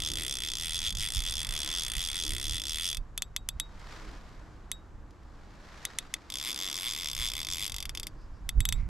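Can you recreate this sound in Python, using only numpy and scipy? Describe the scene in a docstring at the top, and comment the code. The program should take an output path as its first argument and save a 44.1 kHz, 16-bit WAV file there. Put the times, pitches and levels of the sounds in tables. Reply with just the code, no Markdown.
"""A click-and-pawl fly reel buzzes close to the microphone: a fish is being played from a lake bank.
Its tugs spin the spool in two surging runs, each followed by single teeth. At every tooth the pawl
snaps and the metal frame rings; in the runs the colour cycles with each turn of the spool.
Light wind rumbles on the microphone and the open air murmurs far behind. A sleeve rustles as the rod
swings, and the line ticks on the rod and swishes through its rings."""
import sys
import numpy as np
from scipy import signal
from scipy.fft import rfft, irfft, next_fast_len
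from scipy.io import wavfile
from scipy.ndimage import uniform_filter1d

SR = 44100
rng = np.random.default_rng(int(sys.argv[2]) if len(sys.argv) > 2 else 0)


def unload_audio(sound):
    """Save the sound as a 16-bit wav file, at the path given as the first command line argument."""
    columns = np.transpose(np.atleast_2d(sound))
    # keep every value between -1 and 1, then stretch to whole-number steps
    steps = np.round(np.clip(columns, -1, 1) * 32767)
    wavfile.write(sys.argv[1], SR, steps.astype(np.int16))


N = 392033
TIME = np.arange(N) / SR

# The pawl's dry snap, which changes with load and grip.
# Each row: frequency in Hz, then gain in dB for the first run, the second run and single teeth.
SNAP_SPECTRA = [(700.0, 4.5, 14.5, 6), (1455, 4, -4.5, 8.5), (2034, 33, 35.5, 33.5), (2733, 23, 26.5, 13),
                (3450, 34, 36, 20), (4190, 21, 15, 18.5), (5250, 22.5, 26, 11), (5910, 21.5, 22, 25.5),
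                (8400, 17, 15.5, 20.5), (9100, 23, 17.5, 22.5), (9600, 14.5, 13.5, 18.5),
                (12320, 10.5, 14, 17), (13930, -0.5, 0, 1.5), (16000.0, -16, -20, -23)]
# Modes of frame and spool. Each row: frequency in Hz, seconds to fall 60 dB,
# then gain in dB for the first run, the second run and single teeth.
FRAME_MODES = [(1060, 0.015, -23.5, -13, -16), (1357, 0.017, -20.5, -38, -19), (2027, 0.012, 1, 3, -12),
               (2205, 0.0057, -32, -3.5, -25), (2580, 0.039, -14, -12.5, -14),
               (2644, 0.0041, 0.5, 4.5, -18.5), (2940, 0.014, -38, -32, -6.5),
               (3233, 0.054, -24, -13.5, -24.5), (3387, 0.034, -1, -43, -7.5), (3439, 0.022, 2.5, 6, 0.5),
               (3607, 0.053, -13.5, -10.5, -12), (3676, 0.012, -2, -27, 0), (3837, 0.016, -22.5, -6, -18),
               (4300, 0.025, -15.5, -10.5, -11.5), (4640, 0.067, -20.5, -15, -26.5),
               (4975, 0.014, -4.2, 1, -7), (5260, 0.0096, -5.5, -9, -18), (6530, 0.012, -50.5, -16, -20),
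               (7580, 0.006, -31, 0, -21), (9020, 0.0076, -12, -24, -12.5), (11270, 0.017, -19, -11.5, -11),
               (12070, 0.014, -21, -15, -21), (12240, 0.02, -20.5, -21, -29)]
# The click's knock, bite, sheen and whine. Each row: low and high edge in Hz, once-a-turn swing in dB,
# its strongest tooth, twice-a-turn swing in dB, its strongest tooth, dB per doubling of speed.
CLICK_BANDS = [(1600, 2540, 1.5, 17, 3, 13.9, -1.5), (4620, 7350, 1.2, 32.6, 2.5, 5.8, 0),
               (8400, 12800, 2, 16.0, -0.2, 5.5, -2.4), (3120, 3750, 1.1, 29.4, 0.3, 3.3, 1.6)]
# The spool slipping one tooth at a time. Each row: start in seconds, then gain in dB for the snap,
# the spring's lowest note, its overtones, and the knock, bite and sheen bands.
SINGLE_TEETH = [(3.1773, -22.5, -61, -52, -13, -4, -1), (3.2212, -22.5, -55, -43, -9, -1.5, -10),
                (3.3636, -24.5, -49, -46, -5.5, 1.5, -1), (3.4884, -24.5, -55, -49, -7, -1, 3),
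                (3.5992, -25.5, -35.5, -43, -4.5, -1.5, 4), (4.7155, -29, -39, -40, -2, -1.5, 5.5),
                (5.8518, -27, -45, -59, 0, 4.5, 3.5), (5.9864, -27, -49, -54, 1, 3, 5),
                (6.1396, -29.5, -60, -74, 6, 8, 2.5), (8.491, -25, -62, -65, -1.5, -1, 4),
                (8.6044, -27, -46, -40, -1, -1, 4), (8.6532, -22.5, -45, -37, -7, -11, 3),
                (8.6892, -23.5, -44, -46, -12, 0.5, 1), (8.7248, -22, -51, -37, -5, -1.5, -9)]


def from_db(db):
    """Decibels to gain."""
    return 10 ** (np.asarray(db) / 20)


def in_time(curve):
    """A curve of (seconds, value) rows at every sample."""
    return np.interp(TIME, *np.transpose(curve))


def at_hz(points, hz):
    """Read a spectrum on a log-frequency axis."""
    points = np.array(points)
    return np.interp(np.log(np.maximum(hz, 1)), np.log(points[:, 0]), points[:, 1])


def swell(centre, length):
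    """A bell of height 1; its length in seconds spans four standard deviations."""
    bell = np.zeros(N)
    near = slice(*np.searchsorted(TIME, [centre - 2 * length, centre + 2 * length]))
    bell[near] = np.exp(-8 * ((TIME[near] - centre) / length) ** 2)
    return bell


def drift(per_s):
    """Random wandering of spread about 1, with so many new values a second."""
    knots = np.arange(0, N / SR + 1, 1 / per_s)
    return np.interp(TIME, knots, rng.standard_normal(len(knots)))


def clicks(times, heights):
    """Impulses at the given times."""
    train = np.zeros(N)
    np.add.at(train, np.clip(np.round(times * SR).astype(int), 0, N - 1), heights)
    return train


def ring(blows, hz, t60):
    """A unit impulse sets a sine of height 1 ringing; it falls 60 dB in t60 seconds."""
    decay, step = from_db(-60 / (t60 * SR)), 2 * np.pi * hz / SR
    return signal.lfilter([0, np.sin(step)], [1, -2 * decay * np.cos(step), decay ** 2], blows + 1e-18)


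def filtered(x, hz, kind, order=2):
    """Butterworth low-, high- or band-pass."""
    return signal.sosfilt(signal.butter(order, hz, kind, fs=SR, output="sos"), x)


def colour(x, spectrum, size=512):
    """Causal (minimum-phase) filter with the given spectrum."""
    gain = from_db(at_hz(spectrum, np.fft.rfftfreq(size, 1 / SR)))
    cepstrum = irfft(np.log(gain))
    cepstrum[1:size // 2] *= 2
    cepstrum[size // 2 + 1:] = 0
    response = irfft(np.exp(rfft(cepstrum)))
    return signal.oaconvolve(x, response[None], axes=1)[:, :N]


def rms_one(x):
    """Scale to unit rms."""
    return x / np.sqrt(np.mean(x ** 2) + 1e-20)


def noise(spectrum):
    """Stereo noise of the given spectrum, less alike toward the treble; rms 1."""
    # Each row: frequency in Hz, correlation between left and right.
    likeness = [(30, 0.95), (120, 0.86), (300, 0.86), (1000, 0.79), (4000, 0.78), (14000, 0.66)]
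    size = next_fast_len(N)
    hz = np.fft.rfftfreq(size, 1 / SR)
    mid, side = rfft(rng.standard_normal((2, size)))
    alike = at_hz(likeness, hz)
    both = np.sqrt(1 + alike) * mid + np.sqrt(1 - alike) * side * [[1], [-1]]
    shaped = both * from_db(at_hz(spectrum, hz)) * (hz > 12)
    return rms_one(irfft(shaped, size)[:, :N])


def tooth_times(start, stop, creep_teeth_per_s=15):
    """Each tug surges the spool and the pawl drops once per tooth: times and spool speeds."""
    # The fish's tugs. Each row: centre in seconds, added teeth per second, length in seconds.
    tugs = [(0.063, 65.5, 0.2035), (0.196, 50.6, 0.1214), (0.32, 54.8, 0.3306), (0.465, 48.0, 0.1304),
            (0.64, 70.9, 0.3352), (0.769, 52.2, 0.135), (0.864, 105.2, 0.1278), (1.029, 99.7, 0.1877),
            (1.166, 81.2, 0.1298), (1.279, 77.1, 0.1513), (1.392, 69.9, 0.1486), (1.551, 54.2, 0.2393),
            (1.761, 72.8, 0.3978), (2.032, 73.8, 0.2756), (2.179, 54.8, 0.1519), (2.302, 57.7, 0.3081),
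            (2.452, 51.3, 0.16), (2.545, 69.5, 0.1389), (2.694, 59.8, 0.2384), (2.859, 75.0, 0.2844),
            (6.389, 55.1, 0.311), (6.48, 87.9, 0.1109), (6.642, 82.8, 0.2809), (6.778, 63.0, 0.113),
            (6.87, 109.9, 0.1559), (7.003, 75.9, 0.1971), (7.094, 39.4, 0.1097), (7.228, 112.7, 0.2109),
            (7.391, 69.4, 0.1605), (7.527, 77.9, 0.1524), (7.631, 92.4, 0.1415), (7.777, 35.9, 0.2414),
            (7.973, 51.9, 0.04), (8.03, 36.9, 0.04)]
    speed = creep_teeth_per_s + sum(added * swell(s, length) for s, added, length in tugs)
    turning = (TIME >= start) & (TIME <= stop)
    teeth_passed = np.cumsum(speed[turning]) / SR
    times = np.interp(np.arange(int(teeth_passed[-1]) + 1), teeth_passed, TIME[turning])
    return times, np.interp(times, TIME, speed)


def spin(span_s, db_per_doubling, start_tooth, teeth_per_turn=32, scatter_db=1.03):
    """One run: tooth times, levels that rise with speed, and band gains that cycle with each turn."""
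    # The snap's force at middling speed. Each row: time in seconds, level in dB.
    snap_force = [(0, -28.5), (0.65, -29), (1.25, -28.5), (1.48, -29), (1.75, -28), (2.15, -28.5),
                  (2.33, -29), (2.6, -28.5), (2.98, -28.5), (6.3, -33.5), (6.5, -32.5), (6.85, -32.5),
                  (7.25, -31.5), (7.65, -32), (8.07, -31.5)]
    times, speed = tooth_times(*span_s)
    doublings = np.log2(speed / np.median(speed))
    level_db = np.interp(times, *np.transpose(snap_force)) + db_per_doubling * doublings
    tooth = start_tooth + np.arange(len(times))
    step = 2 * np.pi / teeth_per_turn
    bands_db = np.array([once_db * np.cos(step * (tooth - once_at))
                         + twice_db * np.cos(2 * step * (tooth - twice_at))
                         + speed_db * doublings
                         for _, _, once_db, once_at, twice_db, twice_at, speed_db in CLICK_BANDS])
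    bands_db += scatter_db * rng.standard_normal((len(times), len(CLICK_BANDS))).T
    return times, level_db, bands_db


def chatter(times, force, rise_ms, fall_ms, tail_db, tail_ms=6.5, size=1500):
    """The rattle after a landing: a short burst of tiny contacts, new each time."""
    age_s = np.arange(size) / SR
    ms = 1000 * age_s
    decay = np.exp(-ms / fall_ms) + from_db(tail_db) * np.exp(-ms / tail_ms)
    bursts = rng.standard_normal((len(times), size)) * (1 - np.exp(-ms / rise_ms)) * decay
    bursts *= force[:, None] / np.linalg.norm(bursts, axis=1, keepdims=True)
    return clicks((times[:, None] + age_s).ravel(), bursts.ravel())


def changing_contact(x, times, bands_db):
    """Each band given in bands_db is stronger or weaker with the way the pawl meets that tooth."""
    latest_tooth = np.maximum(np.searchsorted(times, TIME + .001) - 1, 0)
    for (low, high, *_), db in zip(CLICK_BANDS, bands_db):
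        gain = uniform_filter1d(from_db(db)[latest_tooth], size=40)
        x = x + (gain - 1) * filtered(x, [low, high], "band", order=1)
    return x


def microphone_ports(x, pan_db):
    """Two close ports hear the small, near reel with slightly different level and phase."""
    # Each row: frequency in Hz, radians by which the left port lags.
    left_lag = [(500, 0.6), (2400, 0.57), (3450, .85), (4400, 0.5), (8600, 0.31), (11200, 0.33),
                (14000, 1.2)]
    # Each row: frequency in Hz, left over right in dB, added to the pan.
    left_lean = [(1200, 1), (2400, -.3), (3450, -1), (5000, -0.66), (8200, 1.5), (14000, 1.5)]
    size = next_fast_len(N + 1024)
    hz = np.fft.rfftfreq(size, 1 / SR)
    left_over_right = from_db(pan_db + at_hz(left_lean, hz)) * np.exp(-1j * at_hz(left_lag, hz))
    half = np.sqrt(left_over_right)
    return irfft(rfft(x, size) * np.array([half, 1 / half]), size)[:, :N]


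def ratchet(times, level_db, bands_db, column, rattle_db, seat_ms, pan_db, **rattle_shape):
    """At each tooth the pawl snaps, rattles and rings the frame; column picks the snap and mode gains."""
    force = from_db(level_db + rng.normal(0, 0.55, len(times)))
    seated = times + seat_ms / 1000
    mid, side = (chatter(times, force, **rattle_shape) for _ in range(2))
    # The finest rattle differs between the two ports.
    rattle = filtered(mid, 5500, "high") + from_db(-6) * filtered(side, 9500, "high") * [[1], [-1]]
    impact = filtered(clicks(seated, force), 5800, "low")
    spectrum = [(hz, gains_db[column]) for hz, *gains_db in SNAP_SPECTRA]
    snap = colour(impact + from_db(rattle_db) * rattle, spectrum)
    # No two teeth strike the modes quite alike.
    uneven = from_db(rng.normal(0, 1.38, (len(times), len(FRAME_MODES))))
    frame = np.zeros(N)
    for k, (hz, t60, *gains_db) in enumerate(FRAME_MODES):
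        blows = clicks(seated, force * uneven[:, k] * from_db(gains_db[column]))
        frame += (-1) ** k * ring(blows, hz, t60)
    radiated = filtered(snap + frame, 540, "high")   # the small reel radiates little bass
    return microphone_ports(changing_contact(radiated, times, bands_db), pan_db)


def reel_runs():
    """Right by the microphone, the fish takes line twice and the clicks crowd into a buzz."""
    first_teeth = spin(span_s=(0.002, 2.978), db_per_doubling=1.8, start_tooth=0.1)
    first = ratchet(*first_teeth, column=0, rattle_db=2.2, seat_ms=.4, pan_db=-0.15,
                    rise_ms=0.98, fall_ms=0.94, tail_db=-21)
    second_teeth = spin(span_s=(6.301, 8.078), db_per_doubling=1.5, start_tooth=1.6)
    second = ratchet(*second_teeth, column=1, rattle_db=4.0, seat_ms=.35, pan_db=1.1,
                     rise_ms=1.0, fall_ms=0.79, tail_db=-21.5)
    return first + second


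def wind(breeze_gain_db, slap_db=-1, slap_hz=37.2, slap_s=0.037):
    """Turbulence on the ports swells and slaps with each gust; strong gusts load the right port more."""
    # Each row: frequency in Hz, relative spectral density in dB.
    rumble_spectrum = [(15, -0.5), (32, 2), (55, -2.5), (75, -8), (110, -12.5), (170, -22.5), (260, -33),
                       (500, -48), (1500, -79)]
    # The steady breeze. Each row: time in seconds, level in dB before its gain.
    breeze = [(0.0, -40.5), (0.44, -47.5), (1.31, -41), (1.78, -47.5), (2.4, -45.5), (6.83, -57.5),
              (7.25, -47), (8.37, -46.5), (8.72, -33), (8.89, -36)]
    # Each row: centre in seconds, level there in dB, length in seconds.
    gusts = [(0.963, -35.5, 0.25), (1.179, -32.5, 0.12), (1.491, -38, 0.11), (1.977, -35, 0.05),
             (2.337, -36, 0.18), (2.504, -32.5, 0.16), (2.998, -36, 0.075), (3.562, -42, 0.16),
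             (4.058, -46, 0.11), (4.963, -44.5, 0.23), (7.207, -39.5, 0.16), (7.503, -43, .08),
             (7.869, -42, 0.22), (8.59, -20, 0.079), (8.78, -39.5, 0.23)]
    power = from_db(in_time(breeze) + breeze_gain_db) ** 2
    power += sum((from_db(db) * swell(s, length)) ** 2 for s, db, length in gusts)
    # A pressure pulse at the heart of each gust.
    slaps = sum(from_db(db + slap_db) * swell(s, slap_s) * np.cos(2 * np.pi * slap_hz * (TIME - s))
                for s, db, _ in gusts)
    lean_db = np.interp(10 * np.log10(power), [-44, -30], [1.5, 7])
    return (np.sqrt(power) * noise(rumble_spectrum) + slaps) * from_db(lean_db * [[-.5], [.5]])


def open_air(drone_gain_db, murmur_gain_db):
    """Around the lake, a low drone comes and goes over a broad, far murmur."""
    # Each row: frequency in Hz, relative spectral density in dB.
    drone_spectrum = [(100, -19), (200, -6), (260, -7), (305, 4.5), (340, -3), (385, -5.5), (600, -15.5),
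                      (1200, -48.5)]
    murmur_spectrum = [(60, 1), (130, 9.5), (220, 4.5), (400, -2), (700, -2), (1100, -2), (1600, -6.5),
                       (2400, -17.5), (4000, -22.5), (7500, -24.5), (9000, -34), (13000, -38), (16000, -69)]
    # Each row: time in seconds, level in dB before the gain.
    drone_level = [(0.0, -59), (0.15, -50.5), (0.69, -67.5), (1.41, -68), (1.66, -55.5), (2.05, -74),
                   (2.28, -52), (3.02, -72), (3.71, -75), (4.11, -56), (4.21, -66), (6.41, -64.5),
                   (6.54, -55.5), (7.13, -70), (7.62, -59.5), (7.72, -74), (7.97, -58.5), (8.89, -79)]
    murmur_level = [(0.0, -59.5), (0.47, -62.5), (2.4, -63), (3.46, -65.5), (3.96, -59.5), (5.05, -64.5),
                    (5.64, -62.5), (8.89, -63.5)]
    drone = from_db(in_time(drone_level) + drone_gain_db) * noise(drone_spectrum)
    murmur = from_db(in_time(murmur_level) + murmur_gain_db) * noise(murmur_spectrum)
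    return drone + murmur


def sleeve(grit_db=2.5):
    """The sleeve rubs on the jacket as the rod swings, gritty as the fibres catch."""
    # Each row: frequency in Hz, relative spectral density in dB.
    cloth_spectrum = [(150, -20), (400, -5), (1200, 1.5), (1900, 0), (2800, -6.5), (4800, -7),
                      (7500, -15.5), (9500, -24.5), (12500, -28.5), (16000, -44)]
    # Each row: crest in seconds, level there in dB, seconds to rise 20 dB, seconds to fall 20 dB.
    rubs = [(1.65, -51, 0.89, 1.1), (3.93, -49.5, .34, 0.69), (5.8, -53, 0.62, 1.03), (6.6, -54, .8, 1.7),
            (8.8, -60, 0.19, 0.074)]
    rubs_db = [db - 20 * np.maximum((s - TIME) / rise, (TIME - s) / fall) for s, db, rise, fall in rubs]
    return from_db(np.max(rubs_db, axis=0) + grit_db * drift(per_s=250)) * noise(cloth_spectrum)


def single_teeth():
    """After each run the pawl drops over a few teeth, every click heard on its own."""
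    times, level_db, _, _, *bands_db = np.transpose(SINGLE_TEETH)
    return ratchet(times, level_db, bands_db, column=2, rattle_db=1.36, seat_ms=.15, pan_db=1.0,
                   rise_ms=0.28, fall_ms=1.0, tail_db=-26)


def pawl_spring():
    """Left free after a single tooth, the pawl's spring sings on."""
    # Each row: frequency in Hz, relative level in dB, seconds to fall 60 dB.
    overtones = [(7660, 0, .08), (11400, -13, .08), (12550, -14, .08)]
    times, _, note_db, overtone_db, *_ = np.transpose(SINGLE_TEETH)
    note = ring(clicks(times, from_db(note_db)), hz=3793, t60=0.17)
    return note + sum(ring(clicks(times, from_db(overtone_db + db)), hz, t60) for hz, db, t60 in overtones)


def line_ticks():
    """Taut line shifts on the rod with brief, soft ticks."""
    # Each row: start in seconds, relative level in dB.
    ticks = [(3.795, -38), (5.107, -41), (5.232, -47), (8.215, -49)]
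    times, level_db = np.transpose(ticks)
    slips = chatter(times, from_db(level_db + 13), rise_ms=.6, fall_ms=3.0, tail_db=-18, tail_ms=6.0)
    return filtered(filtered(slips, 3200, "high"), 4700, "low")


def line_swishes(half_width=0.076):
    """Line slides through the rod rings: each swish is soft friction noise in one narrow band."""
    # Each row: centre in seconds, level there in dB, band centre in Hz, length in seconds.
    swishes = [(8.22, -71, 5000, 0.14), (8.367, -73, 5100, 0.11), (8.79, -62.5, 2180, 0.24)]
    friction = rng.standard_normal(N)
    edges = np.array([1 - half_width, 1 + half_width])
    return sum(from_db(db) * swell(s, length) * rms_one(filtered(friction, hz * edges, "band"))
               for s, db, hz, length in swishes)


def scene():
    """From the bank: reel and line up close; wind, sleeve and open air around them."""
    tackle = reel_runs() + single_teeth() + pawl_spring() + line_ticks() + line_swishes()
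    return tackle + wind(breeze_gain_db=2.5) + sleeve() + open_air(drone_gain_db=1.0, murmur_gain_db=6.5)


def record(dry):
    """The top is cut steeply, 60 dB down from 16.4 kHz."""
    return signal.sosfilt(signal.cheby2(14, 60, 16400, fs=SR, output="sos"), dry)


dry = scene()
out = record(dry)
unload_audio(out)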